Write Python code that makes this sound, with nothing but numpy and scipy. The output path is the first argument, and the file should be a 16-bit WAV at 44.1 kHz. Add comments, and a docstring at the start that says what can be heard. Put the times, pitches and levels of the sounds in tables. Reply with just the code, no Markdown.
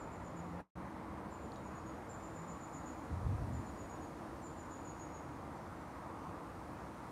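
"""A breezy lakeside: far tyres roar softly, reeds hiss in the wind and a distant engine pulls away.
From the start, small birds on the far bank whistle thin falling trills that the foliage scatters back.
At 0.7 s all sound cuts out briefly; near 1.5 s come two dry ticks. Just after 3 s a gust buffets the
microphone, and far vehicles keep swelling out of the roar, one after another, until the end."""
import sys
import numpy as np
from scipy import signal
from scipy.fft import rfft, irfft, next_fast_len
from scipy.io import wavfile
from scipy.ndimage import uniform_filter1d

SR = 44100
rng = np.random.default_rng(int(sys.argv[2]) if len(sys.argv) > 2 else 0)


def file_out(sig):
    """Save sig as 16-bit WAV at sys.argv[1]."""
    # one column per channel
    cols = np.atleast_2d(sig).T
    # limit, then scale
    lim = np.clip(cols, -1, 1)
    pcm = np.round(lim * 32767).astype(np.int16)
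    wavfile.write(sys.argv[1], SR, pcm)


N = 313551
TIME = np.arange(N) / SR


def gain_of(db):
    """Decibels to a gain factor."""
    return 10 ** (np.asarray(db) / 20)


def evened(x):
    """Scales a signal to rms 1."""
    return x / np.sqrt(np.mean(x ** 2) + 1e-20)


def envelope(points):
    """Straight lines through (seconds, value) breakpoints, at every sample."""
    return np.interp(TIME, *np.transpose(points))


def swell(peak_s, width_s):
    """A smooth rise and fall around one moment."""
    return np.exp(-.5 * ((TIME - peak_s) / width_s) ** 2)


def add(mix, start_s, sound):
    """Lays a sound into the mix, trimming what overhangs either end."""
    start = round(start_s * SR)
    sound = sound[max(-start, 0):]
    part = mix[max(start, 0):][:len(sound)]
    part += sound[:len(part)]


def wander(rate_hz):
    """Smooth random modulation of rms 1, up to about this rate."""
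    size = next_fast_len(N)
    hz = np.fft.rfftfreq(size, 1 / SR)
    roll_off = np.exp(-.5 * (hz / rate_hz) ** 2)
    return evened(irfft(rfft(rng.standard_normal(size)) * roll_off, size)[:N])


def noise_band(hz, width_hz):
    """A band of noise of rms 1 around a pitch."""
    phase = 2 * np.pi * hz * TIME
    return evened(wander(width_hz / 2) * np.cos(phase) + wander(width_hz / 2) * np.sin(phase))


def rush(spectrum, patchy_db):
    """Turbulent noise of rms 1: an EQ curve whose level drifts in patches of time and frequency."""
    frames, hz = N // 512 + 5, np.fft.rfftfreq(2048, 1 / SR)
    real, imag, patches = rng.standard_normal((frames, len(hz), 3)).T
    patches = uniform_filter1d(patches, size=20, axis=0)  # across frequency
    patches = evened(uniform_filter1d(patches, size=8, axis=1))  # across time
    eq_hz, eq_db = np.transpose(spectrum)
    colour_db = np.interp(np.log(hz + 1), np.log(eq_hz), eq_db)
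    bins = (real + 1j * imag) * gain_of(colour_db[:, None] + patchy_db * patches)
    return evened(signal.istft(bins, nperseg=2048, noverlap=1536)[1][:N])


def traffic(roar_db=-51, rumble_db=-52, drone_db=-63, hum_fade_s=6.3, hum_fade_width_s=0.69):
    """The bed: tyre roar dulled by distance and a low rumble, both slowly easing, with a drone and hums."""
    # EQ curves of the roar and the rumble. Each row: frequency in Hz, relative level in dB.
    roar_eq = [(100, -12), (300, -2.5), (410, -5), (480, 0.5), (570, 0.5), (740, 0), (970, 1.5),
               (1200, -1.5), (1500, -8.5), (2100, -14), (3000, -25), (4200, -30.5), (8000, -55.5),
               (16000, -71)]
    rumble_eq = [(20, -50), (31, -29), (45, -14.5), (70, -.5), (110, -2.5), (170, -3), (250, -4.5),
                 (330, -6), (390, -11), (600, -32.5), (1500, -67)]
    # Far hums. Each row: pitch in Hz, width in Hz, relative level in dB.
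    hum_bands = [(322.5, 6.5, -63), (460.5, 12.6, -68), (74.3, 29, -64.5)]
    from_middle_s = TIME - TIME.mean()
    roar = gain_of(roar_db - 0.07 * from_middle_s) * rush(roar_eq, patchy_db=0.86)
    rumble = gain_of(rumble_db - 0.12 * from_middle_s) * rush(rumble_eq, patchy_db=0.5)
    drone = gain_of(drone_db) * noise_band(hz=295, width_hz=65)
    hums = sum(gain_of(db) * noise_band(hz, width_hz) for hz, width_hz, db in hum_bands)
    fade_to_half = 1 - .5 / (1 + np.exp((hum_fade_s - TIME) / hum_fade_width_s))
    return roar + rumble + drone + gain_of(1) * fade_to_half * hums


def reeds(hiss_db=6.5):
    """Leaves and stems brush together as the breeze rises and falls."""
    # The breeze's envelope. Each row: time in seconds, relative level in dB.
    breeze = [(0.8, -80), (3.61, -76), (5.41, -78.5), (5.61, -77.5), (6.05, -78), (7.05, -76.5),
              (7.1, -76.5)]
    # EQ curve of the hiss. 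Each row: frequency in Hz, relative level in dB.
    hiss_eq = [(500, -13), (2500, -6.5), (4000, 0.5), (5500, 0.5), (7200, 0), (7850, -3.5), (8150, 0.5),
               (10000, -3), (12500, -7.5), (15500, -13)]
    return gain_of(envelope(breeze) + hiss_db) * rush(hiss_eq, patchy_db=1.0)


def vehicles():
    """The drone and tyres of each far vehicle stand out of the roar for a moment."""
    # Each row: crest in seconds, swell width in seconds, drone pitch in Hz, drone level in dB,
    # tyre pitch in Hz, tyre level in dB.
    passes = [(1.35, 0.33, 225, -67, 602.5, -60), (2.95, 0.2, 275.8, -57, 899, -65),
              (4.2, 0.41, 322.2, -55.5, 700, -64), (5.2, 0.2, 295.8, -54.5, 1000, -70.5),
              (6.22, 0.25, 316, -58.5, 1022, -53.8)]
    out = np.zeros(N)
    for peak_s, width_s, drone_hz, drone_db, tyre_hz, tyre_db in passes:
        drone = gain_of(drone_db) * noise_band(drone_hz, width_hz=60)
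        tyres = gain_of(tyre_db) * noise_band(tyre_hz, width_hz=450)
        out += swell(peak_s, width_s) * (drone + tyres)
    return out


def engine(jitter=0.0099, waver_db=3.0, fade_s=0.16):
    """Only the firing tone carries this far: it glides evenly in each run; moving air makes it waver."""
    # The engine pulls, eases off and pulls again. Each row: start in seconds, length in seconds,
    # first and last firing rate in Hz, level in dB.
    runs = [(0.017, 1.38, 157.4, 211.4, -54.5), (1.483, 0.41, 202, 187, -59.5),
            (2.22, 0.37, 159.3, 169, -53.5)]
    out = np.zeros(N)
    drift = 1 + jitter * wander(rate_hz=11)
    air_db = waver_db * wander(rate_hz=7.9)
    for start_s, length_s, first_hz, last_hz, db in runs:
        end_s = start_s + length_s
        firing_hz = drift * envelope([(start_s, first_hz), (end_s, last_hz)])
        tone = evened(np.sin(2 * np.pi * np.cumsum(firing_hz) / SR))
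        fade = np.clip(np.minimum(TIME - start_s, end_s - TIME) / fade_s, 0, 1)
        out += fade * gain_of(db + air_db) * tone
    return out


def ticks(snap_db=-9, snap_s=0.0013):
    """Small dry snaps of noise, each with a short ring."""
    # Each row: start in seconds, level in dB, ring pitch in Hz, ring damping in Hz.
    hits = [(1.520, -47.5, 4360, 570), (1.5595, -57.5, 6100, 460), (1.560, -52, 3900, 650),
            (1.562, -69.5, 3800, 14)]
    out, t = np.zeros(N), np.arange(5000) / SR
    for start_s, db, hz, damping_hz in hits:
        ring = np.exp(-np.pi * damping_hz * t / 2) * np.sin(2 * np.pi * hz * t)
        soft_noise = uniform_filter1d(rng.standard_normal(len(t)), size=3)
        snap = gain_of(snap_db) * np.exp(-t / snap_s) * soft_noise
        add(out, start_s, gain_of(db) * (ring + snap))
    return out


def gust(flutter_db=-50):
    """Eddies shed at the microphone port: a short, lumpy rumble that breaks into a flutter of smaller ones."""
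    # The gust's envelope. Each row: time in seconds, level in dB.
    lumps = [(3.10, -48), (3.128, -37.5), (3.2, -46.5), (3.265, -36), (3.35, -36.5), (3.372, -49),
             (3.405, -39), (3.50, -44), (3.55, -40.5), (3.60, -43.5), (3.66, -67)]
    # EQ curve of the buffeting. Each row: frequency in Hz, relative level in dB.
    buffet_eq = [(15, -47), (30, -17), (50, -12), (80, 4.5), (115, 3.5), (150, -8.5), (200, -20.5),
                 (280, -20), (400, -36), (1000, -51), (4000, -90)]
    eddies = rush(buffet_eq, patchy_db=1.5)
    power = abs(uniform_filter1d(eddies ** 2, size=1500)) + 1e-6
    eddies = evened(eddies / np.sqrt(power))  # successive eddies are of like size
    blowing = (TIME > lumps[0][0]) & (TIME < lumps[-1][0])
    gate = uniform_filter1d(blowing.astype(float), size=800)
    flutter = gain_of(flutter_db) * swell(peak_s=3.5, width_s=0.21) * noise_band(hz=225, width_hz=125)
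    return gain_of(envelope(lumps)) * gate * eddies + flutter


def scatter(x, t60_s, echoes_per_s=2000):
    """Many faint echoes of random sign that die away."""
    t = np.arange(SR) / SR
    taps = rng.standard_normal(SR) * (rng.random(SR) < echoes_per_s / SR)
    taps *= gain_of(-60 * t / t60_s)
    return signal.fftconvolve(x, taps / np.linalg.norm(taps))[:N]


def foliage(song, trim_db=-3.0):
    """Twigs around the perch smear each note; trees farther off add a tail."""
    twigs = gain_of(-3) * scatter(song, t60_s=.2)
    trees = gain_of(-4.5) * scatter(song, t60_s=.9)
    return gain_of(trim_db) * (song + twigs + trees)


def trill(first_s, count, spacing_s, first_hz, last_hz, db, warble_hz):
    """Scores one trill: evenly spaced notes that sink in pitch while the effort builds and relaxes."""
    note_share, crest_share = .53, .6  # of the note spacing; of the whole trill
    fall_hz, swell_db = 327, 3.8
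    notes = []
    for k, along in enumerate(np.linspace(0, 1, round(count))):
        # The opening note is longer and accented, slides further and warbles less.
        stretch, accent_db, fall, warble = (1.15, 4, 1.15, 0.33) if k == 0 else (1, 0, 1, 1)
        length_s = note_share * spacing_s * stretch
        start_s = first_s + k * spacing_s - length_s / 2
        hz = last_hz + (first_hz - last_hz) * (1 - along) ** 1.43  # drops fast, then levels out
        effort_db = accent_db - swell_db * (1 - along / crest_share) ** 2
        notes.append((start_s, length_s, hz, db + effort_db, fall_hz * fall, warble_hz * warble))
    return notes


def birds(nominal_warbles_per_s=52, uneven_db=1.8):
    """Each note is a whistle that scoops up, then slides down with a quick warble."""
    # Each row: middle of the first note in seconds, note count, note spacing in seconds,
    # first and last pitch in Hz, relative level in dB, warble depth in Hz.
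    trills = [(0.014, 4, .124, 7170, 6990, -66.5, 150), (1.331, 6, 0.11, 7150, 6780, -67.5, 70),
              (2.122, 7, .127, 7210, 6930, -61, 125), (3.560, 5, .119, 7060, 6730, -65, 70),
              (4.455, 6, .141, 7130, 6740, -61.5, 125), (5.56, 3, .12, 7330, 7300, -82.5, 70)]
    notes = [note for row in trills for note in trill(*row)]
    song = np.zeros(N)
    rasp_hz = 65 * wander(rate_hz=220)
    for start_s, length_s, hz, db, fall_hz, warble_hz in notes:
        phase, pace, force = rng.random(3)
        t = np.arange(int(length_s * SR)) / SR
        warbles_per_s = nominal_warbles_per_s * (0.77 + 0.58 * pace)
        warble = warble_hz * np.sin(2 * np.pi * (warbles_per_s * t + phase))
        scoop = -400 * np.exp(-t / .006)
        slide = fall_hz * (.5 - t / length_s)
        rasp = rasp_hz[max(round(start_s * SR), 0):][:len(t)]
        pitch_hz = hz + scoop + slide + warble + rasp
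        whistle = np.sin(2 * np.pi * np.cumsum(pitch_hz) / SR) * signal.windows.tukey(len(t), .5)
        add(song, start_s, gain_of(db + uneven_db * (2 * force - 1)) * evened(whistle))
    return song


def scene():
    """The mono mix of everything that reaches the microphone."""
    return (traffic() + vehicles() + engine() + reeds() + gust() + foliage(birds()) + ticks())[None]


def record(dry, low_cut_hz=38, high_cut_hz=15700):
    """The microphone sheds the deepest bass, the sound cuts out for a moment, and the top is cut off."""
    # The sound fades out and snaps back. Each row: time in seconds, gain in dB.
    dropout = [(.607, 0), (.625, -14), (.705, -48), (.71, -90), (.753, -90), (.755, -6), (.775, 0)]
    high_pass = signal.butter(4, low_cut_hz, "highpass", fs=SR, output="sos")
    low_pass = signal.firwin(511, high_cut_hz, window=("kaiser", 9), fs=SR)
    interrupted = signal.sosfilt(high_pass, dry) * gain_of(envelope(dropout))
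    return signal.oaconvolve(interrupted, low_pass[None], "same", axes=1)


dry = scene()
out = record(dry)
file_out(out)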